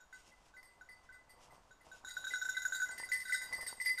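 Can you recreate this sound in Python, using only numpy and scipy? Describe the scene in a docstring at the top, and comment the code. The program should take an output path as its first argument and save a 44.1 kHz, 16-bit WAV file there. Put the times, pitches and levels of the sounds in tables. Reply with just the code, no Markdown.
"""A wood hushes faintly. Two small pellet bells, low and high, jingle softly on animals moving through
dry leaves. Each throw of a pellet rings the shell's main note until the pellet lands and chokes it;
its rolling keeps the overtones going. From 2 s the animals are close: the rustle grows, steps knock
on twigs and stones, and the low bell leads. From 3 s the high bell takes over."""
import sys
import numpy as np
from scipy import signal
from scipy.fft import rfft, irfft
from scipy.io import wavfile
from scipy.ndimage import uniform_filter1d

SR = 44100
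rng = np.random.default_rng(int(sys.argv[2]) if len(sys.argv) > 2 else 0)


def generate_wav(signal):
    """Clip the signal to [-1, 1] and save it as 16-bit WAV at the path in sys.argv[1]."""
    frames = np.transpose(np.atleast_2d(signal))
    scaled = np.clip(frames, -1, 1) * 32767
    pcm = np.round(scaled).astype(np.int16)
    wavfile.write(sys.argv[1], SR, pcm)


N = 176400

GRAZES_PER_S = 129.7  # pellet on shell
# footfalls: middle t/s, length/s, litter level/dB, leaf level/dB
FOOTFALLS = [(0.25, 0.18, -87, -68.5), (0.475, 0.088, -74, -64.5), (1.038, 0.11, -75, -69.5),
             (1.482, 0.35, -66.5, -70.5), (1.98, 0.1, -65, -63.5), (2.963, 0.14, -60.5, -62),
             (3.584, 0.2, -55.5, -62)]


def undb(db):
    """Decibels to gain."""
    return 10 ** (np.asarray(db) / 20)


def unit(x):
    """Scale to rms 1."""
    return x / np.sqrt(np.mean(x ** 2))


def drift(rate_hz):
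    """Smooth random motion, rms 1."""
    width = max(int(SR / rate_hz), 1)
    return unit(uniform_filter1d(uniform_filter1d(rng.standard_normal(N), width), width))


def colour(x, spectrum):
    """Filter through (f/Hz, level/dB) points, to rms 1."""
    hz, db = np.array(spectrum).T
    bins_hz = np.maximum(np.arange(N // 2 + 1) * SR / N, 1)
    gain = undb(np.interp(np.log(bins_hz), np.log(hz), db))
    return unit(irfft(rfft(x) * gain, N))


def highpass(x, hz, order):
    """Butterworth high-pass."""
    return signal.sosfilt(signal.butter(order, hz, "highpass", fs=SR, output="sos"), x)


def clicks(per_s, spread_db):
    """Tiny random contacts, rms 1."""
    sizes = undb(spread_db * np.clip(rng.standard_normal(N), -2, 2))
    signs = np.sign(rng.standard_normal(N))
    return unit((rng.random(N) < per_s / SR) * sizes * signs)


def ring(x, hz, t60_s):
    """One damped mode; a unit click gives amplitude 1."""
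    pole = np.exp((2j * np.pi * hz - np.log(1000) / t60_s) / SR)
    return signal.lfilter([1], [1, -pole], x + 1e-18).imag


def air():
    """Slightly unsteady hush of the wood over a low rumble."""
    # hush: f/Hz, level/dB
    spectrum = [(40, 4.5), (150, -9), (400, -10), (1000, -5), (2400, -19), (7000, -25), (13500, -39)]
    return colour(rng.standard_normal(N), spectrum) * undb(-69 + 0.48 * drift(4.5))


def trees(x, t60_s=0.95, rise_s=0.0074, tail_db=-13):
    """Add the diffuse tail scattered back by trunks and slope."""
    t = np.arange(SR) / SR
    tail = rng.standard_normal(SR) * np.exp(-np.log(1000) * t / t60_s) * (1 - np.exp(-t / rise_s))
    return x + undb(tail_db) * signal.fftconvolve(x, tail / np.linalg.norm(tail))[:N]


def tread(step_db, far_db, near_db, approach_s=1.79, rise_s=0.13):
    """Rustle envelope: a swell per footfall over a steady stirring that comes closer."""
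    t = np.arange(N) / SR
    nearness = (1 + np.tanh((t - approach_s) / rise_s)) / 2
    swells = sum(undb(db) * np.exp(-(2 * (t - middle_s) / length_s) ** 2)
                 for (middle_s, length_s, _, _), db in zip(FOOTFALLS, step_db))
    return np.hypot(swells, undb(far_db + (near_db - far_db) * nearness))


def rustle():
    """Dull litter crunches and crisp leaves crackle underfoot."""
    # crunch and crackle: f/Hz, level/dB
    litter_spectrum = [(100, -3), (350, -6.5), (600, 0.5), (1050, 2.5), (1400, -8.5), (2200, -23),
                       (5000, -44)]
    leaf_spectrum = [(600, 11), (1800, 3), (2800, 12.5), (4200, 4.5), (5400, 10), (8000, 5), (12000, -5),
                     (15000, -32)]
    _, _, litter_db, leaf_db = np.array(FOOTFALLS).T
    litter = colour(clicks(500, spread_db=-1.5), litter_spectrum)
    litter *= tread(litter_db, far_db=-78, near_db=-69) * undb(-1 + 3.2 * drift(50))
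    leaves = colour(clicks(2500, spread_db=1.5), leaf_spectrum)
    leaves *= tread(leaf_db, far_db=-84, near_db=-71.5) * undb(-3 + 4.7 * drift(25.4))
    return litter + leaves


def knocks():
    """Twigs and stones ring briefly when stepped on."""
    # hits: t/s, level/dB
    hits = [(2.041, -41.5), (2.894, -38.5), (3, -33), (3.029, -36.5), (3.533, -35.5), (3.728, -32.5),
            (3.814, -40.5)]
    # twig and stone modes: f/Hz, level/dB, t60/s
    modes = [(206, -23, 0.0096), (534, -12.5, 0.0055), (940, -6, 0.015)]
    blows = np.zeros(N)
    for start_s, db in hits:
        blows[int(start_s * SR)] = undb(db)
    return highpass(sum(undb(db) * ring(blows, hz, t60_s) for hz, db, t60_s in modes), 250, order=1)


def shell_mode(push, contacts, hz, t60_s, detune_rms=0.001984):
    """A mode swollen by blows and rung by contacts; the travelling pellet pulls its pitch about."""
    pitch_hz = hz * (1 + detune_rms * drift(GRAZES_PER_S))
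    carrier = np.exp(2j * np.pi * np.cumsum(pitch_hz) / SR)
    pole = np.exp(-np.log(1000) / t60_s / SR)
    swing = signal.lfilter([1], [1, -pole], push + contacts / carrier + 1e-18)
    return (swing * carrier).imag


def overtones(throws, modes, band_curve, blow_db, roll_db, roll_s, scrape_db):
    """A blow and a dying run of contacts excite the modes, by turns as the pellet circles the shell."""
    # pellet scraping the shell: f/Hz, level/dB
    scrape_spectrum = [(2000, -8), (5500, 2), (8000, -6), (15000, -9.5)]
    blow_s, wander_db = 0.0014, 4
    blow_top_hz, roll_low_hz = 6600, 5800  # blows drive high modes less, rolling drives low modes less
    blows, rolling = np.zeros((2, N))
    for start_s, _, _, db in throws:
        i = int(max(start_s, 0) * SR)
        t = np.arange(min(N - i, SR // 2)) / SR
        blows[i:i + len(t)] += undb(db + blow_db) * np.exp(-t / blow_s) / (blow_s * SR)
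        rolling[i:i + len(t)] += undb(db) * np.exp(-t / roll_s) * (1 - np.exp(-t / blow_s))
    contacts = rolling * clicks(per_s=900, spread_db=0) * undb(roll_db)
    band_gain = undb(np.interp(np.arange(N) / SR, *np.array(band_curve).T))
    ringing = np.zeros(N)
    for hz, db, t60_s in modes:
        wander = undb(wander_db * (np.minimum(drift(24.3), 1) - 0.5))
        coupling = wander * rng.standard_normal(N) * min(hz / roll_low_hz, 1)
        drive = undb(db) * (band_gain if 3000 < hz < 5000 else 1)
        push = drive * blows / (1 + (hz / blow_top_hz) ** 2)
        taps = drive * contacts * coupling / np.sqrt(t60_s * SR)
        ringing += shell_mode(push, taps, hz, t60_s)
    scrape = colour(clicks(6500, spread_db=4.5), scrape_spectrum) * undb(scrape_db) * rolling
    return ringing + scrape


def main_note(throws, hz, t60_s, choke_db, bend_hz, waver_hz, rough_db):
    """Starts sharp under the pellet, wavers when grazed, drops as it lands, ends at the next blow."""
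    attack_s, choke_s, cancel_s = 0.00086, 0.0057, 0.0059
    note = np.zeros(N)
    offset_hz = waver_hz * drift(230)
    ends_s = [row[0] for row in throws[1:]] + [N / SR]
    for (start_s, db, free_s, _), end_s in zip(throws, ends_s):
        i = int(max(start_s, 0) * SR)
        t = np.arange(min(N - i, SR // 2)) / SR
        pitch_hz = hz + bend_hz * np.exp(-t / attack_s) + offset_hz[i:i + len(t)]
        phase = 2 * np.pi * np.cumsum(pitch_hz) / SR
        envelope = (1 - np.exp(-t / attack_s)) * np.exp(-np.log(1000) * t / t60_s)
        choke = undb(choke_db) + (1 - undb(choke_db)) * np.exp(-np.maximum(t - free_s, 0) / choke_s)
        cancel = np.exp(-np.maximum(start_s + t - end_s, 0) / cancel_s)
        note[i:i + len(t)] += undb(db) * envelope * choke * cancel * np.sin(phase)
    return note * undb(rough_db * drift(GRAZES_PER_S))


def low_bell():
    """Low pellet bell, quickly choked and busy with rolling."""
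    # pellet throws: t/s, note level/dB, free ring/s, rattle level/dB
    throws = [(.002, -60.5, 0.042, -65), (.126, -50, 0.048, -59), (.538, -58, 0.06, -69.5),
              (.81, -50, 0.016, -66), (1.09, -52.5, 0.022, -73), (1.141, -57, 0.031, -72),
              (1.709, -57, 0.02, -65), (1.914, -52, 0.043, -58), (2.047, -43, 0.0032, -51),
              (2.071, -47, 0.018, -53), (2.104, -54.5, 0.024, -48), (2.167, -33.5, 0.008, -46),
              (2.241, -39, 0.015, -46), (2.268, -37, 0.0076, -45), (2.336, -29.5, 0.012, -45),
              (2.356, -37, 0.018, -48), (2.415, -34.5, 0.022, -43), (2.452, -36.5, 0.015, -48.5),
              (2.487, -31, 0.012, -45), (2.567, -31, 0.013, -42.5), (2.617, -44, 0.031, -43.5),
              (2.651, -29.5, 0.012, -41), (2.722, -31.5, 0.011, -42.5), (2.746, -39, 0.14, -46.5),
              (2.799, -34, 0.01, -50), (2.818, -29, 0.027, -41), (2.89, -42, 0.055, -55),
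              (3.088, -49.5, 0.08, -47.5), (3.252, -45.5, 0.036, -50.5), (3.295, -36.5, 0.019, -51),
              (3.342, -35.5, 0.014, -44.5), (3.417, -48, 0.046, -60), (3.684, -54.5, .03, -54),
              (3.983, -43, 0.038, -49)]
    # shell modes: f/Hz, level/dB, t60/s
    modes = [(1454, -2.5, 0.27), (3691, -4.5, 0.12), (3815, 0.5, 0.16), (3919, -2, 0.047),
             (5620, -9, 0.031), (6734, -3, 0.11), (6840, 0, 0.068), (7290, -5.5, 0.022),
             (10440, -15, 0.053), (10760, -18.5, 0.036), (12020, -13, 0.021), (12600, -19.5, 0.019),
             (15080, -23, 0.017)]
    # drive of the 3-5 kHz modes: t/s, level/dB
    band_curve = [(1.9, -3), (2.11, 1.5), (2.34, 1.5), (2.49, -6), (2.57, 2), (2.67, -13.5), (2.75, 2),
                  (2.82, -9.5), (3.3, 1.5)]
    note = main_note(throws, hz=1513, t60_s=0.4, choke_db=-15, bend_hz=90, waver_hz=19.3, rough_db=1.2)
    rattle = overtones(throws, modes, band_curve, blow_db=-1.5, roll_db=7, roll_s=0.043, scrape_db=-23)
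    return undb(2.5) * note + rattle


def high_bell():
    """High pellet bell, with a cleaner, longer ring."""
    # pellet throws: t/s, note level/dB, free ring/s, rattle level/dB
    throws = [(.128, -55.5, 0.023, -70), (.317, -60, 0.025, -80), (.566, -51, 0.034, -67),
              (.628, -57.5, 0.11, -65.5), (.888, -51, 0.05, -64.5), (1.122, -55.5, 0.092, -70),
              (1.293, -61, 0.044, -65.5), (1.505, -61, 0.012, -68.5), (1.807, -62.5, 0.015, -75),
              (2.084, -54, 0.026, -54.5), (2.306, -41.5, 0.043, -59), (2.547, -43, 0.077, -59),
              (2.746, -52.5, 0.066, -54), (2.86, -50, 0.022, -72), (2.908, -48, 0.11, -56),
              (2.978, -43.5, 0.066, -47.5), (3.034, -36.5, 0.008, -62), (3.117, -28.5, 0.044, -38.5),
              (3.202, -42.5, 0.028, -50), (3.276, -49, 0.017, -51.5), (3.322, -27.5, 0.018, -40.5),
              (3.415, -39.5, 0.013, -48.5), (3.525, -32, 0.022, -45), (3.607, -42, 0.017, -48.5),
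              (3.664, -39.5, 0.0037, -43.5), (3.8, -31, 0.0065, -50), (3.812, -33, 0.0063, -52),
              (3.849, -42, .02, -51.5), (3.859, -27.5, 0.05, -46), (3.893, -26.5, 0.024, -55),
              (3.976, -35, 0.026, -49.5)]
    # shell modes: f/Hz, level/dB, t60/s
    modes = [(2020, -1.5, 0.24), (1823, 5, 0.072), (4595, 2.5, 0.15), (4815, 0, 0.29), (5250, -7.5, 0.04),
             (8330, -2.5, 0.12), (8400, 1, 0.16), (9134, -4.5, 0.037), (10340, -8, 0.039),
             (11910, -10, 0.035), (13100, -15, 0.035), (13600, -24, 0.04)]
    # drive of the 3-5 kHz modes: t/s, level/dB
    band_curve = [(1.1, -2), (3.12, -2.5), (3.65, -5.5), (3.9, 2.5)]
    note = main_note(throws, hz=2014, t60_s=0.48, choke_db=-11.5,
                     bend_hz=27.8, waver_hz=12.6, rough_db=0.95)
    rattle = overtones(throws, modes, band_curve, blow_db=-8, roll_db=12.5, roll_s=0.036, scrape_db=-9)
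    return note + rattle


def scene():
    """Bells and steps among the trees, mono."""
    bells = highpass(low_bell() + high_bell(), hz=1170, order=3)  # small shells radiate little bass
    return (trees(bells + rustle() + knocks()) + air())[None]


def record(dry, top_hz=15300):
    """Steep elliptic low-pass."""
    return signal.sosfilt(signal.ellip(10, 0.2, 70, top_hz, fs=SR, output="sos"), dry)


dry = scene()
out = record(dry)
generate_wav(out)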